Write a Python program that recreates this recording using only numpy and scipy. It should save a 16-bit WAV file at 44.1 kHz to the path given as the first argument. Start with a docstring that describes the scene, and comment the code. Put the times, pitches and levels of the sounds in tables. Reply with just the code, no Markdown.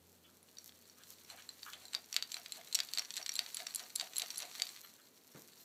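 """Parrot shaking a rope toy

A parrot nibbles a rope toy strung with hard discs, then shakes it about five times a second, close by.
Disc contacts are noise-chattered knocks plus decaying modes; rope, fibres and beak are filtered random slips.
Swings and tugs add a drag of rope and a hollow swish; a small metal link rings faintly near the end.
A soft noise thump comes late; decaying-noise tails give the toy a small room, over air and a faint hum."""
import sys
import numpy as np
from scipy import signal
from scipy.fft import rfft, irfft, next_fast_len
from scipy.io import wavfile
from scipy.ndimage import map_coordinates

SR = 44100
rng = np.random.default_rng(int(sys.argv[2]) if len(sys.argv) > 2 else 0)


def persist_wave(psi):
    """Save psi, clipped to +-1, as 16-bit WAV."""
    counts = np.round(np.clip(psi, -1, 1) * 32767).astype(np.int16)
    wavfile.write(sys.argv[1], SR, np.atleast_2d(counts).T)


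N = 249076
TIME_S = np.arange(N) / SR
TOP_HZ = 15200  # upper band limit


def amp(db):
    """Amplitude factor of a level in dB."""
    return 10 ** (np.asarray(db) / 20)


def unit(x):
    """x scaled to rms 1."""
    return x / np.sqrt(np.mean(x ** 2) + 1e-20)


def along(points, hz):
    """Interpolate (f/Hz, value) points on a log frequency axis."""
    f, v = np.transpose(points)
    return np.interp(np.log(hz + 1), np.log(f + 1), v)


def curves(rows):
    """One value per sample for each column after the time."""
    s, *cols = np.transpose(rows)
    return [np.interp(TIME_S, s, c) for c in cols]


def wobble(rate_hz):
    """Smooth random curve through rate_hz knots per second."""
    knots = rng.standard_normal(int(N * rate_hz / SR) + 4)
    return map_coordinates(knots, [np.arange(N) * rate_hz / SR])


def bell(s, length_s):
    """Gaussian rise and fall of one stroke centred on s."""
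    return np.exp(-.5 * np.minimum(((TIME_S - s) / length_s) ** 2, 100))


def filtered(x, response):
    """x times a complex response of frequency."""
    m = next_fast_len(N + SR // 2)
    return irfft(rfft(x, m) * response(np.fft.rfftfreq(m, 1 / SR)), m)[:N]


def coloured(x, spectrum):
    """x shaped by (f/Hz, gain/dB) points, at rms 1."""
    return unit(filtered(x, lambda hz: amp(along(spectrum, hz))))


def resonant(x, peaks):
    """x through parallel (f/Hz, width/Hz, gain/dB) resonances of alternating sign, at rms 1."""
    def response(f):
        total = 0
        for k, (centre, width, db) in enumerate(peaks):
            damping = 1j * f * width
            total = total + (-1) ** k * amp(db) * damping / (centre * centre - f * f + damping)
        return total
    return unit(filtered(x, response))


def causal(gain):
    """Minimum-phase, sharp-fronted pulse with this gain over frequency."""
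    cepstrum = irfft(np.log(np.maximum(gain, 1e-6)))
    half = len(cepstrum) // 2
    folded = np.r_[cepstrum[0], 2 * cepstrum[1:half], np.zeros(half)]
    return irfft(np.exp(rfft(folded)))


def slips(rate_hz, spread_db):
    """Friction: tiny catches at random times, of very uneven size, at rms 1."""
    catches = rng.random(N) < rate_hz / SR
    size = amp(spread_db * np.minimum(rng.standard_normal(N), 2.5))
    return unit(catches * rng.choice([-1, 1], N) * size)


def add(track, s, sound):
    """Mix a sound into a track at a time."""
    part = track[max(round(s * SR), 0):][:len(sound)]
    part += sound[:len(part)]


# One swing: discs glance off each other brightly, then land flat and dull as the head turns.
# t from turn/s, activity/dB, brightness/(dB/octave)
SWING_STROKE = [(-0.14, -0.5, 1), (-0.095, -2, -1.5), (-0.066, 1, 7), (-0.039, 2.5, 4), (-0.022, 2.5, -3),
                (0.04, -1, -3)]
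SHAKE_START_S, BEAT_S, SWING_COUNT = 1.762, 0.206, 14
CALM_DB_PER_OCT = -1.9  # brightness outside the shaking
BRIGHTENING_DB_PER_OCT_S = 1.23  # per second of shaking, zero at its middle


def stroke_cycle():
    """Activity/dB and brightness/(dB/octave) per sample: one stroke repeats while the head shakes."""
    since_start = TIME_S - SHAKE_START_S
    s, activity, bright = np.transpose(SWING_STROKE)
    from_middle = since_start - BEAT_S * SWING_COUNT / 2
    shaking = np.abs(from_middle) < BEAT_S * (SWING_COUNT - 1) / 2
    repeat = lambda values: np.interp(since_start, s, values, period=BEAT_S)
    shaken_bright = repeat(bright) + BRIGHTENING_DB_PER_OCT_S * from_middle
    return np.where(shaking, repeat(activity), 0), np.where(shaking, shaken_bright, CALM_DB_PER_OCT)


# Hum course: t/s, relative level/dB
HUM_COURSE = [(0, -69.5), (.4, -78), (1.8, -78), (2.2, -85), (4.2, -88), (5.65, -88)]
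# Room air spectrum: f/Hz, relative level per Hz/dB
AIR_SPECTRUM = [(25, -5), (60, -21), (125, -5), (200, -3), (240, 2), (295, -3), (420, -1.5), (800, -9.5),
                (2000, -16.5), (6000, -21), (15000, -18.5)]


def background(air_db, hum_db, hum_hz, octave_db):
    """Room air as shaped noise; hum as a sine and its octave, wavering in pitch and level."""
    phase = 2 * np.pi * np.cumsum(hum_hz + 1.48 * wobble(12)) / SR
    tone = unit(np.sin(phase) + amp(octave_db) * np.sin(2 * phase))
    hum = amp(curves(HUM_COURSE)[0] + hum_db + 1.4 * wobble(11)) * tone
    return hum + amp(air_db) * coloured(rng.standard_normal(N), AIR_SPECTRUM)


# How hard the toy is worked: t/s, effort as relative rustle level/dB
EFFORT = [(0, -75), (0.4, -72), (1.25, -64), (1.55, -64), (2.05, -64), (2.35, -60), (2.65, -60.5),
          (2.87, -56), (3.1, -57.5), (3.45, -55.5), (3.65, -55.5), (3.9, -59.5), (4.3, -53.5),
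          (4.55, -54.5), (4.72, -56.5), (5.1, -71.5), (5.35, -66), (5.64, -67.5)]
# Beak gnaws, fibres tear: t/s, fizz level/dB
FIBRE_TEARS = [(0.11, -75.5), (0.665, -61), (1.11, -66), (1.68, -61.5), (5.41, -68), (5.62, -68)]
# Rope friction spectrum: f/Hz, relative level per Hz/dB
ROPE_SPECTRUM = [(300, -39), (900, -1.5), (2000, -1.5), (3500, 0), (4400, 6.5), (5100, -22), (5700, 1),
                 (7700, -4), (9000, -3.5), (15000, -19)]
# Fibre spectrum: f/Hz, relative level per Hz/dB
FIBRE_SPECTRUM = [(2000, -21), (6000, -3.5), (8000, -5.5), (10000, -12), (12000, -3), (15000, -7.5)]
# Dry contact of discs: f/Hz, relative level/dB
KNOCK_SPECTRUM = [(100, -72), (300, -37), (1100, -10.5), (2000, -2.5), (3300, -2.5), (4400, 2), (5200, -10),
                  (8000, -9.5), (9500, -31), (12000, -22.5), (15500, -37)]
# Modes of each hard piece, main mode first: f/Hz, relative level/dB, t60/s
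PIECE_MODES = [
    [(4550, 3, 0.013), (3830, -3.5, 0.016), (8250, -38, 0.036)],
    [(4130, 3, 0.028), (7560, 2.5, 0.016), (10740, -10, 0.0054)],
    [(5660, 2, 0.018), (4490, -5.5, 0.024), (6840, -16.5, 0.014)],
    [(10000, -3.5, 0.017), (11300, -18, 0.028), (7100, -13, 0.01)],
]


def rustle(rope_db, fizz_db, tick_db, tap_db, jiggle_db, fizz_growth):
    """Rope drags through discs, single fibres snap, loose pieces tap and jiggle, all with the effort."""
    effort = curves(EFFORT)[0] + stroke_cycle()[0]
    # fizz grows more slowly than the rest and swells with each gnaw
    mean_effort = effort.mean()
    fraying = amp(mean_effort + fizz_growth * (effort - mean_effort) + fizz_db)
    fraying = fraying + sum(amp(db) * bell(s, length_s=0.021) for s, db in FIBRE_TEARS)
    rope = coloured(slips(rate_hz=1800, spread_db=5), ROPE_SPECTRUM)
    fizz = coloured(slips(rate_hz=3500, spread_db=4), FIBRE_SPECTRUM)
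    ticks = coloured(slips(rate_hz=50, spread_db=4), FIBRE_SPECTRUM)
    taps = coloured(slips(rate_hz=70, spread_db=3), KNOCK_SPECTRUM)
    jiggle = 0
    for modes in PIECE_MODES[:3]:
        # mode width follows from decay time
        peaks = [(f, np.log(1000) / np.pi / t60, db) for f, db, t60 in modes]
        jiggle = jiggle + resonant(slips(rate_hz=30, spread_db=3), peaks)
    flutter_db = 1.8 * wobble(40)
    mix = amp(rope_db) * rope + amp(tap_db) * taps + amp(jiggle_db) * jiggle
    body = amp(effort + flutter_db) * mix
    return body + fraying * (amp(flutter_db) * fizz + amp(tick_db) * ticks)


# Beak strokes over the knot: t/s, relative level/dB, length/s, favoured f/Hz
BEAK_STROKES = [(0.256, -61, 0.014, 2940), (0.292, -56, 0.0023, 1450), (1.01, -62, 0.027, 1600),
                (1.392, -53.5, 0.014, 2300), (1.668, -46.5, 0.007, 1610), (1.689, -47, 0.014, 1240),
                (1.74, -45, 0.0088, 3500), (1.76, -72, 0.013, 2400), (4.848, -53.5, 0.0073, 1980),
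                (4.998, -60.5, 0.0088, 1700)]
# Beak resonances: f/Hz, width/Hz, relative gain/dB
BEAK_RESONANCES = [(1270, 360, 3.5), (1780, 270, 2), (2280, 310, -3), (2980, 290, 3.5), (3430, 150, 6)]


def scrapes(db, falloff_db_per_oct):
    """Beak slips over the knot through its resonances; each stroke favours another frequency."""
    friction = resonant(slips(rate_hz=940, spread_db=3), BEAK_RESONANCES)
    track = np.zeros(N)
    for s, level, length_s, centre_hz in BEAK_STROKES:
        favour = lambda hz: amp(-falloff_db_per_oct * np.abs(np.log2((hz + 1) / centre_hz)))
        track += amp(db + level) * bell(s, length_s) * unit(filtered(friction, favour))
    return track


def light_contacts(knock_db, ring_db, spread_db, crowding, detune, count=80):
    """Random small contacts, denser and louder with effort; rows as in LOUD_CONTACTS."""
    effort = curves(EFFORT)[0] + stroke_cycle()[0]
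    chance = np.cumsum(amp(crowding * effort))
    place, knock, ring, piece, grip = rng.random((count, 5)).T
    at = np.searchsorted(chance, (np.arange(count) + place) / count * chance[-1])
    main_hz = np.array([PIECE_MODES[int(k)][0][0] for k in 3 * piece])
    pitch_hz = main_hz * (1 + detune * (2 * grip - 1))
    level = lambda db, draw: effort[at] + db + spread_db * (2 * draw - 1)
    return list(zip(at / SR, level(knock_db, knock), level(ring_db, ring), pitch_hz))


# Loud disc contacts: t/s, relative knock level/dB, relative ring level/dB, ringing piece f/Hz
LOUD_CONTACTS = [(0.429, -41.5, -44, 10000), (0.571, -45, -45, 4550), (0.585, -36, -37.5, 5660),
                 (0.693, -25.5, -63, 5660), (0.898, -38, -46, 5660), (1.301, -25, -41, 4130),
                 (1.4223, -27, -50, 5660), (1.491, -24, -38.5, 4130), (1.6315, -29.5, -35, 4550),
                 (1.734, -18, -41.5, 4550), (1.854, -34, -44.5, 4130), (1.9338, -17, -44, 4130),
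                 (1.9439, -18, -45, 4130), (1.9493, -14, -24, 4550), (2.1277, -15, -33, 5660),
                 (2.1425, -6, -68, 4550), (2.1648, 5, -20.5, 4550), (2.225, -9.5, -28, 4550),
                 (2.3186, -13, -41, 4130), (2.343, -13, -33.5, 4130), (2.3681, -17.5, -39, 4550),
                 (2.4609, -18, -41, 4550), (2.5217, -12.5, -37.5, 4130), (2.727, -13, -38, 4130),
                 (2.7468, -19, -26, 4130), (2.7513, 0, -21.5, 5660), (2.755, 1, -28, 5660),
                 (2.7898, -4.5, -43, 4550), (2.8032, -5, -24, 4550), (2.9359, -8.5, -29.5, 4550),
                 (2.9745, -16, -28, 4550), (2.9848, -5.5, -29.5, 4130), (2.9941, -12.5, -24, 5660),
                 (3.049, -20.5, -39, 5660), (3.1058, -12, -36.5, 5660), (3.1396, -15, -45, 4130),
                 (3.167, -5.5, -41, 4130), (3.1726, -11, -38, 5660), (3.1784, -12, -37, 4130),
                 (3.2274, -27, -34.5, 5660), (3.2625, -4.5, -42, 5660), (3.293, -9, -26, 5660),
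                 (3.3193, -17, -35, 5660), (3.339, -20, -38, 10000), (3.355, -9, -36, 4130),
                 (3.3644, -23, -33.5, 4130), (3.3921, 1, -22, 4550), (3.546, -17, -31, 10000),
                 (3.5698, -10, -49, 4130), (3.6024, -16, -45, 10000), (3.6686, -10, -31.5, 5660),
                 (3.7479, -15, -27, 10000), (3.7588, -5.5, -37, 4130), (3.795, -13, -50, 4130),
                 (3.9554, -29, -29.5, 10000), (3.9595, -3.5, -31.5, 4130), (3.998, -15, -25, 4550),
                 (4.0112, -7, -34, 4550), (4.167, -13, -33.5, 4130), (4.1824, -12, -22.5, 10000),
                 (4.1974, -7, -35, 4550), (4.2194, -2, -50, 4550), (4.3044, -17.5, -31, 5660),
                 (4.374, -19, -37.5, 5660), (4.3804, -17, -30, 10000), (4.4027, -13, -50, 10000),
                 (4.4218, -14, -40, 5660), (4.5988, -13, -33, 4550), (4.6204, -1, -21.5, 4550),
                 (4.6685, -17, -39, 4550)]
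FIRM_DB = -12  # knock level of an ordinary firm contact, on the table's scale
FORCE_BRIGHT = 0.41  # (dB/octave) per dB of knock above FIRM_DB


def clacks(contacts, knock_db, ring_db, chatter_db, chatter_t60_s, ripple_points=14):
    """Each contact gives a dry knock and rings one piece; hard and glancing contacts are brighter."""
    track = np.zeros(N)
    t = np.arange(2048) / SR
    hz = np.fft.rfftfreq(len(t), 1 / SR)
    glance = stroke_cycle()[1]
    for s, knock, ring, pitch_hz in contacts:
        excess_db = max(knock - FIRM_DB, 0)
        bright = glance[int(s * SR)] + FORCE_BRIGHT * excess_db
        tilt = lambda f: bright * np.log2(np.clip(f, 1000, 11000) / 5000)
        # faces chatter briefly after impact, relatively less on hard blows
        chatter = np.diff(rng.standard_normal(len(t) + 1))
        force = amp(chatter_db - excess_db / 2 - 60 * t / chatter_t60_s) * chatter
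        force[0] = 1
        # each contact point colours the knock, most in the treble
        ripple_db = np.linspace(0, 5, ripple_points) * rng.standard_normal(ripple_points)
        ripple = np.interp(hz, np.linspace(0, TOP_HZ, ripple_points), ripple_db)
        colour = causal(amp(along(KNOCK_SPECTRUM, hz) + tilt(hz) + ripple))
        add(track, s, amp(knock + knock_db) * signal.fftconvolve(force, colour))
        modes = min(PIECE_MODES, key=lambda piece: abs(piece[0][0] - pitch_hz))
        for mode_hz, db, t60 in modes:
            # grip shifts each mode a little
            f = mode_hz * pitch_hz / modes[0][0] * (1 + .008 * rng.standard_normal())
            level = ring + ring_db + db + tilt(f) + rng.standard_normal()
            add(track, s, amp(level - 60 * t / t60) * np.cos(2 * np.pi * f * t))
    return track


# Single tugs off the beat: t/s, relative swish level/dB
SINGLE_TUGS = [(1.339, -61.5), (1.85, -67), (4.613, -61.5)]
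# Hollow swish resonances: f/Hz, width/Hz, relative gain/dB
SWISH_RESONANCES = [(567, 200, -8.5), (624, 54, 1), (731, 64, 1.5), (984, 120, -9), (1700, 1400, -12.5)]
FIRST_SWISH_DB, GROWTH_DB_PER_S = -65, 2.7  # first level on the tugs' scale; ever harder shaking


def swings(db, length_s, drag_db, lead_s):
    """Each swing or tug pulls rope through the discs, then gives a hollow swish."""
    since_start = BEAT_S * np.arange(SWING_COUNT)
    beats = [(SHAKE_START_S + s, FIRST_SWISH_DB + GROWTH_DB_PER_S * s) for s in since_start]
    stroke = lambda early_s: sum(amp(level) * bell(s - early_s, length_s) for s, level in beats + SINGLE_TUGS)
    swish = stroke(0) * resonant(slips(rate_hz=4000, spread_db=4.5), SWISH_RESONANCES)
    drag = stroke(lead_s) * coloured(slips(rate_hz=1300, spread_db=1.5), ROPE_SPECTRUM)
    return amp(db) * swish + amp(drag_db) * drag


# Touches of a small metal link: t/s, relative level/dB
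LINK_TOUCHES = [(4.835, -63), (5.016, -67), (5.606, -62)]
# Link modes: f/Hz, relative level/dB, t60/s
LINK_MODES = [(4160, 0, 0.29), (12200, 4.5, 0.15)]


def tings(db):
    """Decaying link modes ring faintly and unevenly when the toy is nudged."""
    track, t = np.zeros(N), np.arange(SR // 2) / SR
    ring = sum(amp(level - 60 * t / t60) * np.sin(2 * np.pi * hz * t) for hz, level, t60 in LINK_MODES)
    for s, level in LINK_TOUCHES:
        add(track, s, amp(db + level) * ring)
    return track * (.5 + .8 * wobble(140))


# Thump spectrum: f/Hz, relative level per Hz/dB
THUMP_SPECTRUM = [(60, -42), (130, 5.5), (450, 3.5), (700, -4), (2200, -9.5), (4000, -36), (9000, -38)]


def thump(start_s, db, t60_s):
    """Soft, dull bump against the perch: shaped noise with a 1.4 ms rise and exponential decay."""
    t = np.maximum(TIME_S - start_s, 0)
    envelope = amp(db - 60 * t / t60_s) * (1 - np.exp(-t / 0.0014))
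    return envelope * coloured(rng.standard_normal(N), THUMP_SPECTRUM)


# Room decay: f/Hz, t60/s
ROOM_DECAY = [(200, 1), (1500, 0.2), (5000, 0.17), (12000, 0.18)]


def room(x, count=4):
    """Walls answer with decaying-noise tails, alternating every 1/12 s as the toy moves about."""
    out = np.zeros(N)
    place = np.arange(N) // (SR // 12) % count
    for k in range(count):
        hz, t, z = signal.stft(rng.standard_normal(SR // 2), SR, nperseg=256)
        decay = amp(-60 * t / along(ROOM_DECAY, hz)[:, None])
        tail = signal.istft(z * decay, SR, nperseg=256)[1]
        tail = np.r_[np.zeros(round(.004 * SR)), tail / np.linalg.norm(tail)]  # 4 ms delay
        out += signal.fftconvolve(x * (place == k), tail)[:N]
    wall_tone = [(300, -1), (2000, 6), (5000, -1.5), (12000, -5.5)]  # f/Hz, gain/dB
    return filtered(out, lambda hz: amp(along(wall_tone, hz)))


def scene():
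    """Toy with its room answer, plus the dry bump and the background."""
    contacts = LOUD_CONTACTS + light_contacts(knock_db=32, ring_db=9, spread_db=6, crowding=0.9, detune=0.038)
    toy = rustle(rope_db=-4, fizz_db=-3.0, tick_db=-2.5, tap_db=-11, jiggle_db=-13, fizz_growth=0.68)
    toy = toy + scrapes(db=-5.5, falloff_db_per_oct=10)
    toy = toy + clacks(contacts, knock_db=-2.5, ring_db=-3, chatter_db=-9.0, chatter_t60_s=0.017)
    toy = toy + swings(db=3.5, length_s=0.017, drag_db=5.0, lead_s=0.026)
    toy = toy + tings(db=3)
    bump = thump(start_s=5.346, db=-54.0, t60_s=0.4)
    backdrop = background(air_db=-69.0, hum_db=-0.5, hum_hz=87.5, octave_db=-4.5)
    return (toy + amp(-12) * room(toy) + bump + backdrop)[None]


def record(dry):
    """Microphone drops the deep bass; recorder cuts steeply above its band limit."""
    highpass = signal.butter(4, 78.5, "highpass", fs=SR, output="sos")
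    thin = signal.sosfilt(highpass, dry[0])
    return filtered(thin, lambda hz: 1 / np.sqrt(1 + (hz / TOP_HZ) ** 120))[None]


dry = scene()
out = record(dry)
persist_wave(out)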